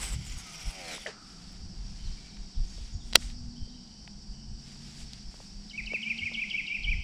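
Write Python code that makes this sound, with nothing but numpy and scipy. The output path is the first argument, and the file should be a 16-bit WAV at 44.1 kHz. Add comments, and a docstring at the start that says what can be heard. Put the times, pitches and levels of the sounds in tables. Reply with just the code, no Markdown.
"""A wooded pond, from a small boat: an angler casts, the spool whirs down as line hisses out, and the lure plops in.
Shaped noise makes the line, gliding partials the spool, and short bursts through resonances the reel's sharp clack.
Grainy noise rustles as sleeves, filtered bursts knock on the rod, and low noise thuds as the body bumps its microphone.
Insects hiss, far slurs and two rough squeaks sound, and a wren starts its rolling song: curved sines with tree echoes.
Two far engines hum: one rises and falls as sines, one drones as narrow noise."""
import sys
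import numpy as np
from scipy import signal
from scipy.fft import rfft, irfft, next_fast_len
from scipy.io import wavfile
from scipy.ndimage import map_coordinates

SR = 44100
rng = np.random.default_rng(int(sys.argv[2]) if len(sys.argv) > 2 else 0)


def bounce(signal):
    """Save signal as a 16-bit WAV file at the path given by the first command-line argument."""
    frames = np.transpose(np.atleast_2d(signal))
    limited = np.clip(frames, -1, 1)
    pcm = np.round(limited * 32767).astype(np.int16)
    wavfile.write(sys.argv[1], SR, pcm)


N = 310023
TIME = np.arange(N) / SR
# the slowing spool shudders more and more, then calms and stops
SHUDDER_S, SHUDDER_RISE_S, SHUDDER_FALL_S, STOP_S = 0.935, 0.12, 0.049, 1.133


def cast(flutter=0.042, slap_db=1.33, high_ring_db=3, spray_patch_db=2):
    """Line leaves the slowing spool in surges, fluttering once a turn; the reel whines and the spool whirrs."""
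    # the spool slows as the lure flies: t/s, speed/(turns per s)
    spool_speed = [(0, 159), (.1, 153.5), (.25, 142), (.4, 128), (.5, 116), (.6, 110), (.7, 103.3),
                   (.8, 91), (.855, 83.6), (.9, 81.4), (1.0, 66.5), (1.08, 56)]
    # hiss of the running line: f/Hz, level/dB
    line_colour = [(150, -29), (250, -11), (620, -20), (784, -3), (967, -29), (1300, -6), (1520, -3.5),
                   (1730, -12.5), (2050, 3.5), (2280, 3.5), (2650, -1.5), (3130, 2.5), (3750, -3.5),
                   (4500, -5), (5600, 3), (6300, -5.5), (6800, -5), (7500, -8), (9100, -23), (15400, -120)]
    # high spray above it: f/Hz, level/dB
    spray_colour = [(5000, -6.5), (6800, -12), (8000, 0.5), (9400, -9.5), (10500, -6), (11500, -18),
                    (12200, -15), (15000, -24), (16500, -50)]
    # coils whip through the guides: middle t/s, length/s, line boost/dB, spray boost/dB
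    surges = [(0.042, 0.056, 5.5, 6.5), (0.137, 0.035, 4, 10.5), (0.27, 0.034, 0, 9), (0.32, 0.019, 4, 9.5),
              (.391, 0.032, 1, 12.5), (0.546, 0.077, 1, 6.5), (0.623, 0.028, 3.5, 7.5),
              (0.706, 0.056, -0.5, 5.5)]
    # one row a layer: level in free flight/dB, share of the throw's boost, boost at full shudder/dB
    line_level = (-51.5, 0.29, 8.5)
    spray_level = (-59.5, 1, 11.4)
    whine_level = (-60.5, .85, 9.5)
    # the throw pulls hard on the line, then lets it fly
    throw_s, throw_release_s, throw_boost_db = 0.17, 0.081, 13.5

    speed, = follow(spool_speed)
    throw_db = throw_boost_db * np.clip((throw_s - TIME) / throw_release_s, 0, 1)
    before = np.maximum(SHUDDER_S - TIME, 0)
    after = np.maximum(TIME - SHUDDER_S, 0)
    shudder = np.exp(-before / SHUDDER_RISE_S - after / SHUDDER_FALL_S)
    line_db, spray_db, whine_db = (
        db + share * throw_db + shudder_db * shudder
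        for db, share, shudder_db in (line_level, spray_level, whine_level))
    for s, length, low_db, high_db in surges:
        surge = swell(s, length)
        line_db = line_db + low_db * surge
        spray_db = spray_db + high_db * surge
        whine_db = whine_db + 1.04 * high_db * surge

    turning = unit(1 + flutter * tone(speed)) * amp(slap_db * wander(69.8))
    line = amp(line_db) * hiss(line_colour)
    slips = colour(grains(spread_db=3.0), spray_colour)
    spray = amp(spray_db) * patchy(slips, spray_patch_db, patch_hz=500, patch_s=.025)
    whine = fuzzy(51.5 * speed * (1 + .01 * wander(45)), 520) * amp(1.8 * wander(110))
    # the whine swells as it glides through a ring of the frame
    whine = whine + amp(high_ring_db) * resonate(whine, 3400, 260)
    running = np.clip((STOP_S - TIME) / 0.11, 0, 1)
    return running * (turning * (line + spray + amp(whine_db) * whine) + whirr(speed, shudder))


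def whirr(speed, shudder, flicker_db=2.0, sing_order=11, sing_hz=1300, sing_width_hz=70, sing_db=-56):
    """The spool's partials glide down through the rings of the frame; one of them sings briefly as it passes."""
    # partials, those in between on the same slope: multiple of the spool speed, level/dB
    orders = [(3, -9), (4, -4), (5, -15), (6, 0), (7, -1), (8, 0), (9, 0), (10, -9), (11, -7), (12, -8),
              (13, -16), (18, -15), (20, -7), (21, -8), (22, -4), (23, -9), (24, -4), (28, -4), (34, -10)]
    # the frame favours some pitches: f/Hz, level/dB
    frame_colour = [(300, 0), (420, -3), (520, 0), (640, -1), (770, 3), (870, -6), (980, 0), (1080, -6),
                    (1170, -2), (1290, 7), (1420, 0), (1550, 3), (1720, -5), (1850, 1), (2080, -5),
                    (2350, 5), (2600, -3), (3200, -1), (4500, -12)]
    # it sets in faintly in free flight, then grows steadily up to the shudder
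    free_db, top_db, rise_db_per_s, fall_db_per_s, onset_s = -68.5, -53, 44, 230, 0.56

    out, t = np.zeros(N), TIME[TIME < STOP_S]
    n = len(t)
    rising_db = np.maximum(top_db - rise_db_per_s * np.maximum(SHUDDER_S - t, 0), free_db)
    level_db = rising_db - fall_db_per_s * np.maximum(t - SHUDDER_S, 0)
    # the spool runs nearly true until the shudder shakes it
    wobble = .003 + .028 * shudder[:n] ** 5
    hz = speed[:n] * (1 + wobble * wander(150)[:n])
    for k in range(orders[0][0], orders[-1][0] + 1):
        db = read(orders, k) + read(frame_colour, k * hz) + flicker_db * wander(60)[:n]
        out[:n] += amp(level_db + db) * tone(k * hz, rng.random())
    out *= np.minimum(TIME / onset_s, 1) ** 2
    sing_pitch = sing_order * speed
    singing = amp(sing_db) / (1 + ((sing_pitch - sing_hz) / sing_width_hz) ** 2)
    return out + singing * fuzzy(sing_pitch, 90)


def plop(splash_s=1.067, splash_db=-39, splash_t60=0.26, echo_db=-55, echo_hz=1320, echo_t60=1.7):
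    """The lure lands: a light knock just before, then a few bubbles, a short splash, and a narrow echo off the banks."""
    # knock and bubbles: t/s, level/dB, f/Hz, life/s
    knock_and_bubbles = [(1.0588, -35.5, 595, 0.0034), (1.0631, -24.5, 1900, 0.00077),
                         (0.98, -39, 1000, 0.00073), (1.069, -42, 1760, 0.0027),
                         (1.0695, -40.5, 626, 0.0062), (1.069, -33.5, 3100, 0.00046),
                         (1.078, -39.5, 435, 0.0059)]
    # f/Hz, level/dB
    splash_colour = [(180, -30), (300, -11), (428, -3.5), (1470, -10.5), (1720, -3), (2690, -9.5),
                     (3180, -13), (4900, -11), (8410, -21.5), (12000, -55), (15600, -79), (22000, -120)]
    out, t = np.zeros(N), np.arange(4000) / SR
    for s, db, hz, life in knock_and_bubbles:
        pulse = t / life * np.exp(1 - t / life)
        add(out, s, amp(db) * pulse * np.sin(2 * np.pi * hz * t))
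    age = np.maximum(TIME - splash_s, 0)
    splash = amp(splash_db - 60 * age / splash_t60) * np.minimum(age / 0.00091, 1)
    echo = amp(echo_db - 60 * age / echo_t60) * np.minimum(age / 0.093, 1)
    return out + splash * hiss(splash_colour) + echo * fuzzy(echo_hz, 330)


def clutch(softness_hz=12000, softer_db_per_octave=28, least_width_hz=200):
    """Each contact is a brief chatter that rings the reel's frame, kept damped by the hand; light ones are duller."""
    # the clutch snaps in: t/s, relative level/dB, burst decay/s
    contacts = [(3.1273, -32, 0.0004), (3.1324, -23.5, 0.00062), (3.1450, -35.5, 0.0012),
                (3.1503, -30.5, .0004), (3.1531, -13, 0.001), (3.1555, 3, 0.0006), (3.1574, -7, 0.0004),
                (3.1602, -17, 0.0008)]
    # resonances of the frame: f/Hz, width/Hz before the damping floor, level/dB
    frame_rings = [(540, 390, -11.5), (1445, 220, -8), (2001, 220, -6.5), (2792, 180, -2), (3220, 320, -4),
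                   (4040, 220, 1), (4847, 233, 0), (5080, 270, -2.5), (5760, 300, -6.5), (6800, 200, -10.5),
                   (6910, 220, -9.5), (7200, 200, -12.5), (7810, 200, -11), (8330, 160, -10.5),
                   (8990, 150, -10.5), (12760, 800, -18.5), (14520, 1700, -23)]
    out = np.zeros(N)
    for s, db, decay in contacts:
        cutoff_hz = min(softness_hz * 2 ** (db / softer_db_per_octave), 15000)
        blow = signal.lfilter(*signal.butter(2, cutoff_hz, fs=SR), chatter(decay))
        # neighbouring resonances ring with opposite sign
        ring = sum((-1) ** k * amp(level) * resonate(blow, hz, max(width, least_width_hz))
                   for k, (hz, width, level) in enumerate(frame_rings))
        # scaled to equal energy before its level
        add(out, s - 64 / SR, amp(db) * 5 * ring / np.linalg.norm(ring))
    return out


def knocks():
    """Hand, crank and rod tap each other: band-limited contacts, dull and quickly damped."""
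    # t/s, peak level/dB, centre f/Hz, spread each way/octaves, burst decay/s
    taps = [(1.522, -59, 9100, .6, .004), (2.368, -43, 2190, 0.9, 0.0032), (2.7766, -47, 394, 0.76, 0.0047),
            (3.1678, -32, 300, 0.88, 0.0046), (3.223, -39.5, 2200, 0.48, 0.0027),
            (3.3, -40, 3000, 0.68, .004), (3.6692, -52.5, 443, 0.25, 0.0057),
            (4.0763, -34, 2400, 0.46, 0.0011), (4.0767, -46, 796, 0.22, .0015),
            (4.7563, -56.5, 751, 0.63, 0.0051), (5.1337, -30, 4300, 0.42, 0.001),
            (5.341, -42.5, 606, 0.74, 0.0023), (5.402, -40, 580, 0.66, 0.0023),
            (5.919, -37, 330, 0.73, 0.0042), (5.9338, -33.5, 1190, 1, 0.0016),
            (5.9348, -33, 478, 0.41, 0.0026), (6.314, -43, 450, 0.86, 0.0074)]
    out = np.zeros(N)
    for s, db, centre, spread, decay in taps:
        edges = centre * 2. ** np.array([-spread, spread])
        tap = signal.lfilter(*signal.butter(2, edges, "bandpass", fs=SR), chatter(decay))
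        add(out, s - 64 / SR, amp(db) * tap / np.abs(tap).max())
    return out


def sleeves(cloth_db=-67, grain_db=1.2, patchy_db=.8):
    """Cloth rustles in soft strokes as the arms move; bright strokes swish."""
    # a sleeve or palm slides: middle t/s, length/s, level/dB, brightness 0-1
    strokes = [(1.293, 0.17, -62.5, 0.4), (1.485, 0.22, -61, 0.2), (2.114, 0.56, -60, 0),
               (2.72, 0.14, -59.5, 0.4), (2.854, 0.12, -58.5, 0.1), (3.09, 0.08, -60.5, 0.6),
               (3.227, 0.075, -50.5, 0.5), (3.302, 0.066, -58.5, .2), (4.707, 0.13, -57.5, 0.21),
               (4.897, .14, -56.5, 0.24), (5.01, 0.08, -54, 0.5), (5.143, 0.13, -58.5, 0),
               (5.397, 0.17, -60.5, 0.6), (6.137, 1, -61.5, 0)]
    # f/Hz, level/dB
    rustle_colour = [(300, -10.5), (1200, -6), (2100, -1), (3800, 2), (5500, 0), (7800, -4.5),
                     (9500, -14.5), (12000, -27.5), (15000, -37.5)]
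    # f/Hz, level/dB
    swish_colour = [(1000, -13), (3000, -5.5), (5500, -0.5), (8000, 4.5), (10000, -8.5), (13000, -20),
                    (15000, -35)]
    rub, swish = amp(cloth_db), 0
    for s, length, db, bright in strokes:
        stroke = amp(db) * swell(s, length)
        rub = rub + np.sqrt(1 - bright) * stroke
        swish = swish + np.sqrt(bright) * stroke
    rustle = rub * colour(grains(spread_db=grain_db), rustle_colour)
    return (rustle + swish * hiss(swish_colour)) * amp(patchy_db * wander(50))


def handling():
    """The moving body rumbles and thuds through the microphone it wears."""
    # the body shifts and bumps: middle t/s, length/s, rumble level/dB, thud level/dB
    bumps = [(0.047, 0.2, -34, -53), (0.178, 0.1, -48, -34), (0.335, 0.13, -41.5, -43),
             (0.673, 0.059, -32, -43.5), (1.667, 0.17, -46.5, -46.5), (1.868, 0.18, -37.5, -47.5),
             (2.084, 0.099, -30.5, -41.5), (2.427, 0.061, -34.5, -55), (2.606, 0.072, -23, -39.5),
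             (2.815, 0.29, -42.5, -58), (2.954, 0.048, -41, -38), (3.073, 0.058, -36.5, -62),
             (3.253, 0.13, -40.5, -49), (3.44, 0.13, -39.5, -45), (3.631, 0.052, -30.5, -43.5),
             (4.311, 0.049, -34.5, -60.5), (4.517, 0.082, -39, -45.5), (5.026, 0.054, -35.5, -63),
             (5.275, 0.041, -35.5, -47.5), (5.567, 0.078, -44, -61), (6.236, 0.047, -56.5, -44.5),
             (6.93, 0.16, -29, -39.5)]
    # f/Hz, level/dB
    rumble_colour = [(10, -13), (22, -4.5), (38, -3), (55, -8.5), (80, -28.5), (160, -76.5), (600, -130)]
    # f/Hz, level/dB
    thud_colour = [(35, -26), (65, 2), (110, -4), (160, -9), (260, -27), (600, -60.5), (2500, -130)]
    # between bumps it sways at random, more while the hands work the reel
    busy_start_s, busy_end_s, busy_fade_s, busy_db = 1.4, 6.04, 0.23, 8
    sway_rumble_db, sway_thud_db, sway_spread_db, sways_per_s = -58, -67, 3, 11
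    busy = envelope(TIME, busy_start_s, busy_end_s, busy_fade_s, busy_fade_s)
    sway_db = busy_db * busy + sway_spread_db * wander(sways_per_s)
    rumble, thud = amp(sway_rumble_db + sway_db), amp(sway_thud_db + sway_db)
    for s, length, rumble_db, thud_db in bumps:
        push = swell(s, length)
        rumble = np.hypot(rumble, amp(rumble_db) * push)
        thud = np.hypot(thud, amp(thud_db) * push)
    return rumble * hiss(rumble_colour) + thud * hiss(thud_colour)


def wren(echo_hz=3100, echo_db=-6, bend_hz=35):
    """One phrase of curved whistles repeated six times a second, ringing in the woods."""
    # phrases: t/s, tick, high note, low note and slur level/dB, pitch factors of high note, low note and slur
    phrases = [(5.7, -46, -47.5, -43.5, -33, 1.01, 0.97, 0.99),
               (5.863, -43.5, -37.5, -36, -29, 0.95, .98, 0.99),
               (6.021, -46.5, -34.5, -32.5, -30, 0.99, 0.99, .99),
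               (6.179, -44.5, -34, -33.5, -30.5, 1, 0.97, 0.98),
               (6.338, -43.5, -33.5, -31.5, -30, 1.045, .99, 0.99),
               (6.501, -40, -33.5, -30.5, -29.5, 1, 1, 1), (6.668, -42.5, -33.5, -32, -31, 0.98, 1, 0.99),
               (6.835, -44.5, -33.5, -30.5, -31, 1.05, 1, 0.98)]
    # notes of a phrase: t/s, length/s, start f/Hz, end f/Hz, mid sag/Hz, attack/s, release/s, waver/Hz
    notes = [(-.004, .009, 3400, 5600, 200, .003, .002, 300), (.004, .019, 3300, 2640, 90, .005, .006, 75),
             (.03, .038, 2290, 2490, 105, .016, .006, 18), (.074, .038, 2820, 1960, -20, .008, .019, 30)]
    out = np.zeros(N)
    for start, tick_db, high_db, low_db, slur_db, high_pitch, low_pitch, slur_pitch in phrases:
        delivery = [(tick_db, 1), (high_db, high_pitch), (low_db, low_pitch), (slur_db, slur_pitch)]
        for note, (db, pitch) in zip(notes, delivery):
            s, length, start_hz, end_hz, sag_hz, attack, release, waver_hz = note
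            t = np.arange(0, length, 1 / SR)
            bend = (sag_hz + bend_hz * rng.standard_normal()) * np.sin(np.pi * t / length)
            hz = np.linspace(start_hz, end_hz, len(t)) - bend + waver_hz * wander(700)[:len(t)]
            quiver_db = 1.3 * wander(300)[:len(t)]
            level = amp(db + quiver_db) * envelope(t, 0, length, attack, release)
            add(out, start + s, level * tone(pitch * hz))
    return out + amp(echo_db) * woods(resonate(out, echo_hz, 1560), gap_s=0.0043)


def insects(chorus_db=-54.5, cricket_db=-59, cricket_hz=5270):
    """A steady chorus of shaped noise, with one cricket chirping in even time within it, as a gated tone."""
    # f/Hz, level/dB
    chorus_colour = [(3000, -30.5), (4100, -15), (4600, 3.5), (5200, 0), (5700, 2.5), (6150, -14),
                     (7200, -16.5), (7900, -12), (9000, -29.5), (10500, -32), (12500, -42.5), (14000, -70)]
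    beat = np.cos(2 * np.pi * (TIME - 2.97) / .21)
    cricket = np.clip(2 * beat - .8, 0, 1) * tone(cricket_hz + 25 * wander(220))
    return amp(chorus_db + 0.65 * wander(40)) * hiss(chorus_colour) + amp(cricket_db) * cricket


def engines(waver_db=2.5, waver_hz=2.2):
    """Only the firing notes of two far engines carry: one climbs under throttle and sags, one fades in and drones."""
    # pulls and eases off: start t/s, throttle off t/s, start f/Hz, top f/Hz, note level/dB, lower note level/dB
    revs = [(1.198, 2.006, 162.8, 202.3, -57.5, -65.5), (2.85, 3.76, 231, 246, -54, -61),
            (4.1, 4.98, 205, 237, -57, -55), (5.55, 6.3, 201, 233, -50, -65)]
    attack_s, release_s, sag_hz_per_s, lower_note_ratio = 0.33, 0.5, 115, .62
    drone_start_s, drone_hz, drone_db = 1.94, 202.74, -58.5
    out = amp(drone_db) * np.clip((TIME - drone_start_s) / attack_s, 0, 1) * fuzzy(drone_hz, 7)
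    for start, off, start_hz, top_hz, db, lower_db in revs:
        climb = np.interp(TIME, [start, off], [start_hz, top_hz])
        sag = sag_hz_per_s * np.clip(TIME - off, 0, release_s)
        hz = climb - sag + waver_hz * wander(30.15)
        pair = amp(db) * tone(hz) + amp(lower_db) * tone(lower_note_ratio * hz)
        fade = envelope(TIME, start, off + release_s, attack_s, release_s)
        out += fade * pair * amp(waver_db * wander(24))
    return out


def far_calls(echo_db=-2, direct_db=-2.5, flicker_db=3):
    """Faint slurred whistles and two rough high squeaks, blurred by the trees."""
    # t/s, length/s, start f/Hz, end f/Hz, mid sag/Hz, waver/Hz, level/dB before the direct and echo gains
    calls = [(1.988, 0.041, 2940, 3310, 0, 40, -61), (2.037, 0.061, 4780, 3690, 119, 40, -56),
             (2.167, 0.038, 2290, 2444, 1.5, 40, -61), (2.227, 0.028, 2950, 3300, -0.5, 40, -65),
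             (2.269, .062, 4790, 3590, 120.5, 60, -59.5), (2.353, 0.031, 3400, 3750, 0, 40, -68),
             (2.522, 0.054, 4700, 2980, 251, 50, -61.5), (2.662, 0.048, 6200, 7000, 1, 446, -57),
             (2.754, .05, 4230, 2950, 100.5, 50, -60), (2.907, 0.067, 6430, 6900, 0, 398, -59),
             (2.99, 0.043, 4020, 3050, -51, 50, -58), (3.49, 0.048, 4915, 3065, -750, 49.9, -58),
             (3.558, 0.031, 2980, 3520, 59, 39.9, -61), (3.666, 0.048, 5100, 2764, -750, 50, -57),
             (3.734, 0.028, 2965, 3390, 60.5, 39.9, -63.5), (3.84, 0.043, 4940, 2900, -700, 50, -62),
             (3.903, 0.029, 2944, 3320, 62.5, 39.8, -65), (4.32, 0.0404, 3080, 2960, 28, 70, -66),
             (4.376, 0.04, 2950, 3020, 30, 70, -66)]
    out = np.zeros(N)
    for s, length, start_hz, end_hz, sag_hz, waver_hz, db in calls:
        u = np.linspace(0, 1, int(length * SR))
        glide = np.geomspace(start_hz, end_hz, len(u)) - sag_hz * np.sin(np.pi * u)
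        hz = glide + waver_hz * wander(400)[:len(u)]
        level = amp(db + flicker_db * wander(350)[:len(u)])
        add(out, s, level * tone(hz) * signal.windows.tukey(len(u), .7))
    return amp(direct_db) * out + amp(echo_db) * woods(out, gap_s=0.0097)


def open_air(air_db=-55):
    """Open air over the pond: low shaped noise whose level drifts slightly."""
    # f/Hz, level/dB
    air_colour = [(71, -48.5), (120, -10), (171, -2), (198, -0.5), (232, -8), (294, -12.5), (585, -27.5),
                  (719, -19), (1240, -31), (1520, -28), (2070, -36.5), (3070, -32), (4000, -45.5),
                  (5200, -70), (8800, -120)]
    return amp(air_db + 0.42 * wander(1.3)) * hiss(air_colour)


def woods(x, gap_s):
    """Scattered echoes from the trees on the banks, each band dying at its own speed."""
    # f/Hz, 60 dB decay time/s
    decay_times = [(200, 0.79), (1300, 2.5), (2600, 1.44), (5000, 1.1), (12000, 0.37)]
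    taps = rng.standard_normal(SR) * (rng.random(SR) < .06)
    hz, t, z = signal.stft(taps, SR, nperseg=256)
    decay = amp(-60 * t / read(decay_times, hz)[:, None])
    onset = 1 - np.exp(-(t / gap_s) ** 2)
    tail = signal.istft(z * decay * onset, SR, nperseg=256)[1]
    return signal.fftconvolve(x, tail / np.linalg.norm(tail))[:N]


def chatter(decay):
    """A contact that rattles briefly, its spectrum flattened before a short gate; it starts 64 samples in."""
    t = (np.arange(2048) - 64) / SR
    burst = rng.standard_normal(len(t)) * (t >= 0) * np.exp(-np.abs(t) / decay)
    touching = np.interp(t, [-.0005, 0, 3 * decay, 5 * decay], [0, 1, 1, 0])
    return touching * irfft(np.exp(1j * np.angle(rfft(burst))))


def grains(spread_db):
    """Friction: a dense train of tiny slips of uneven size."""
    return rng.standard_normal(N) * amp(spread_db * wander(900))


def patchy(x, depth_db, patch_hz, patch_s):
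    """Lets narrow bands flare and fade on their own, at rms 1."""
    hz, t, z = signal.stft(x, SR, nperseg=256)
    where = np.meshgrid(hz / patch_hz, t / patch_s, indexing="ij")
    field = unit(map_coordinates(rng.standard_normal((80, 800)), where, order=1, mode="wrap"))
    return unit(signal.istft(z * amp(depth_db * field), SR, nperseg=256)[1][:N])


def fuzzy(hz, width):
    """A rough, wavering tone on a pitch curve: noise through two equal resonances, rms 1."""
    return unit(resonate(resonate(rng.standard_normal(N), hz, width), hz, width))


def resonate(x, hz, width):
    """A resonance of gain 1 that may glide: shift the pitch down to zero, smooth, shift back."""
    turn = np.exp(2j * np.pi * np.cumsum(hz * np.ones(len(x))) / SR)
    r = np.exp(-np.pi * width / SR)
    return 2 * (turn * signal.lfilter([1 - r], [1, -r], x / turn + 1e-18)).real


def tone(hz, turn=0):
    """A sine on a pitch curve, rms 1, starting part of a turn in."""
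    return np.sqrt(2) * np.sin(2 * np.pi * (np.cumsum(hz) / SR + turn))


def hiss(points):
    """Noise with a spectrum, rms 1."""
    return colour(rng.standard_normal(N), points)


def colour(x, points):
    """Gives x a spectrum, at rms 1."""
    size = next_fast_len(len(x))
    gain = amp(read(points, np.fft.rfftfreq(size, 1 / SR)))
    return unit(irfft(rfft(x, size) * gain, size)[:len(x)])


def wander(per_s):
    """Slow chance of rms 1, with per_s new values a second."""
    return unit(np.interp(TIME * per_s, np.arange(8000), rng.standard_normal(8000)))


def swell(middle_s, length_s):
    """A smooth rise and fall of height 1, above half height for length_s."""
    return np.exp2(-np.minimum((2 * (TIME - middle_s) / length_s) ** 2, 60))


def envelope(t, start_s, end_s, attack_s, release_s):
    """Attack, hold at 1, release."""
    return np.clip((t - start_s) / attack_s, 0, 1) * np.clip((end_s - t) / release_s, 0, 1)


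def read(points, hz):
    """Reads a table on a log-frequency axis."""
    f, value = np.transpose(points)
    return np.interp(np.log(hz + 1), np.log(f + 1), value)


def follow(rows):
    """Each column of a curve table at every sample."""
    s, *columns = np.transpose(rows)
    return [np.interp(TIME, s, c) for c in columns]


def add(mix, s, sound):
    """Mixes a sound in at time s."""
    part = mix[max(round(s * SR), 0):][:len(sound)]
    part += sound[:len(part)]


def amp(db):
    """Decibels to gain."""
    return 10 ** (np.asarray(db) / 20)


def unit(x):
    """Scales to rms 1."""
    return x / np.sqrt(np.mean(x ** 2) + 1e-20)


def scene():
    """Everything reaches both channels alike."""
    angler = cast() + plop() + clutch() + knocks() + sleeves() + handling()
    background = wren() + insects() + engines() + far_calls() + open_air()
    mix = angler + background
    return np.array([mix, mix])


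def record(dry, edge_hz=16400):
    """Peaks beyond full scale overload the input; then the band limit."""
    band_limit = signal.firwin(511, edge_hz, window=("kaiser", 9), fs=SR)
    return signal.oaconvolve(np.clip(dry, -1, 1), band_limit[None], "same")


dry = scene()
out = record(dry)
bounce(out)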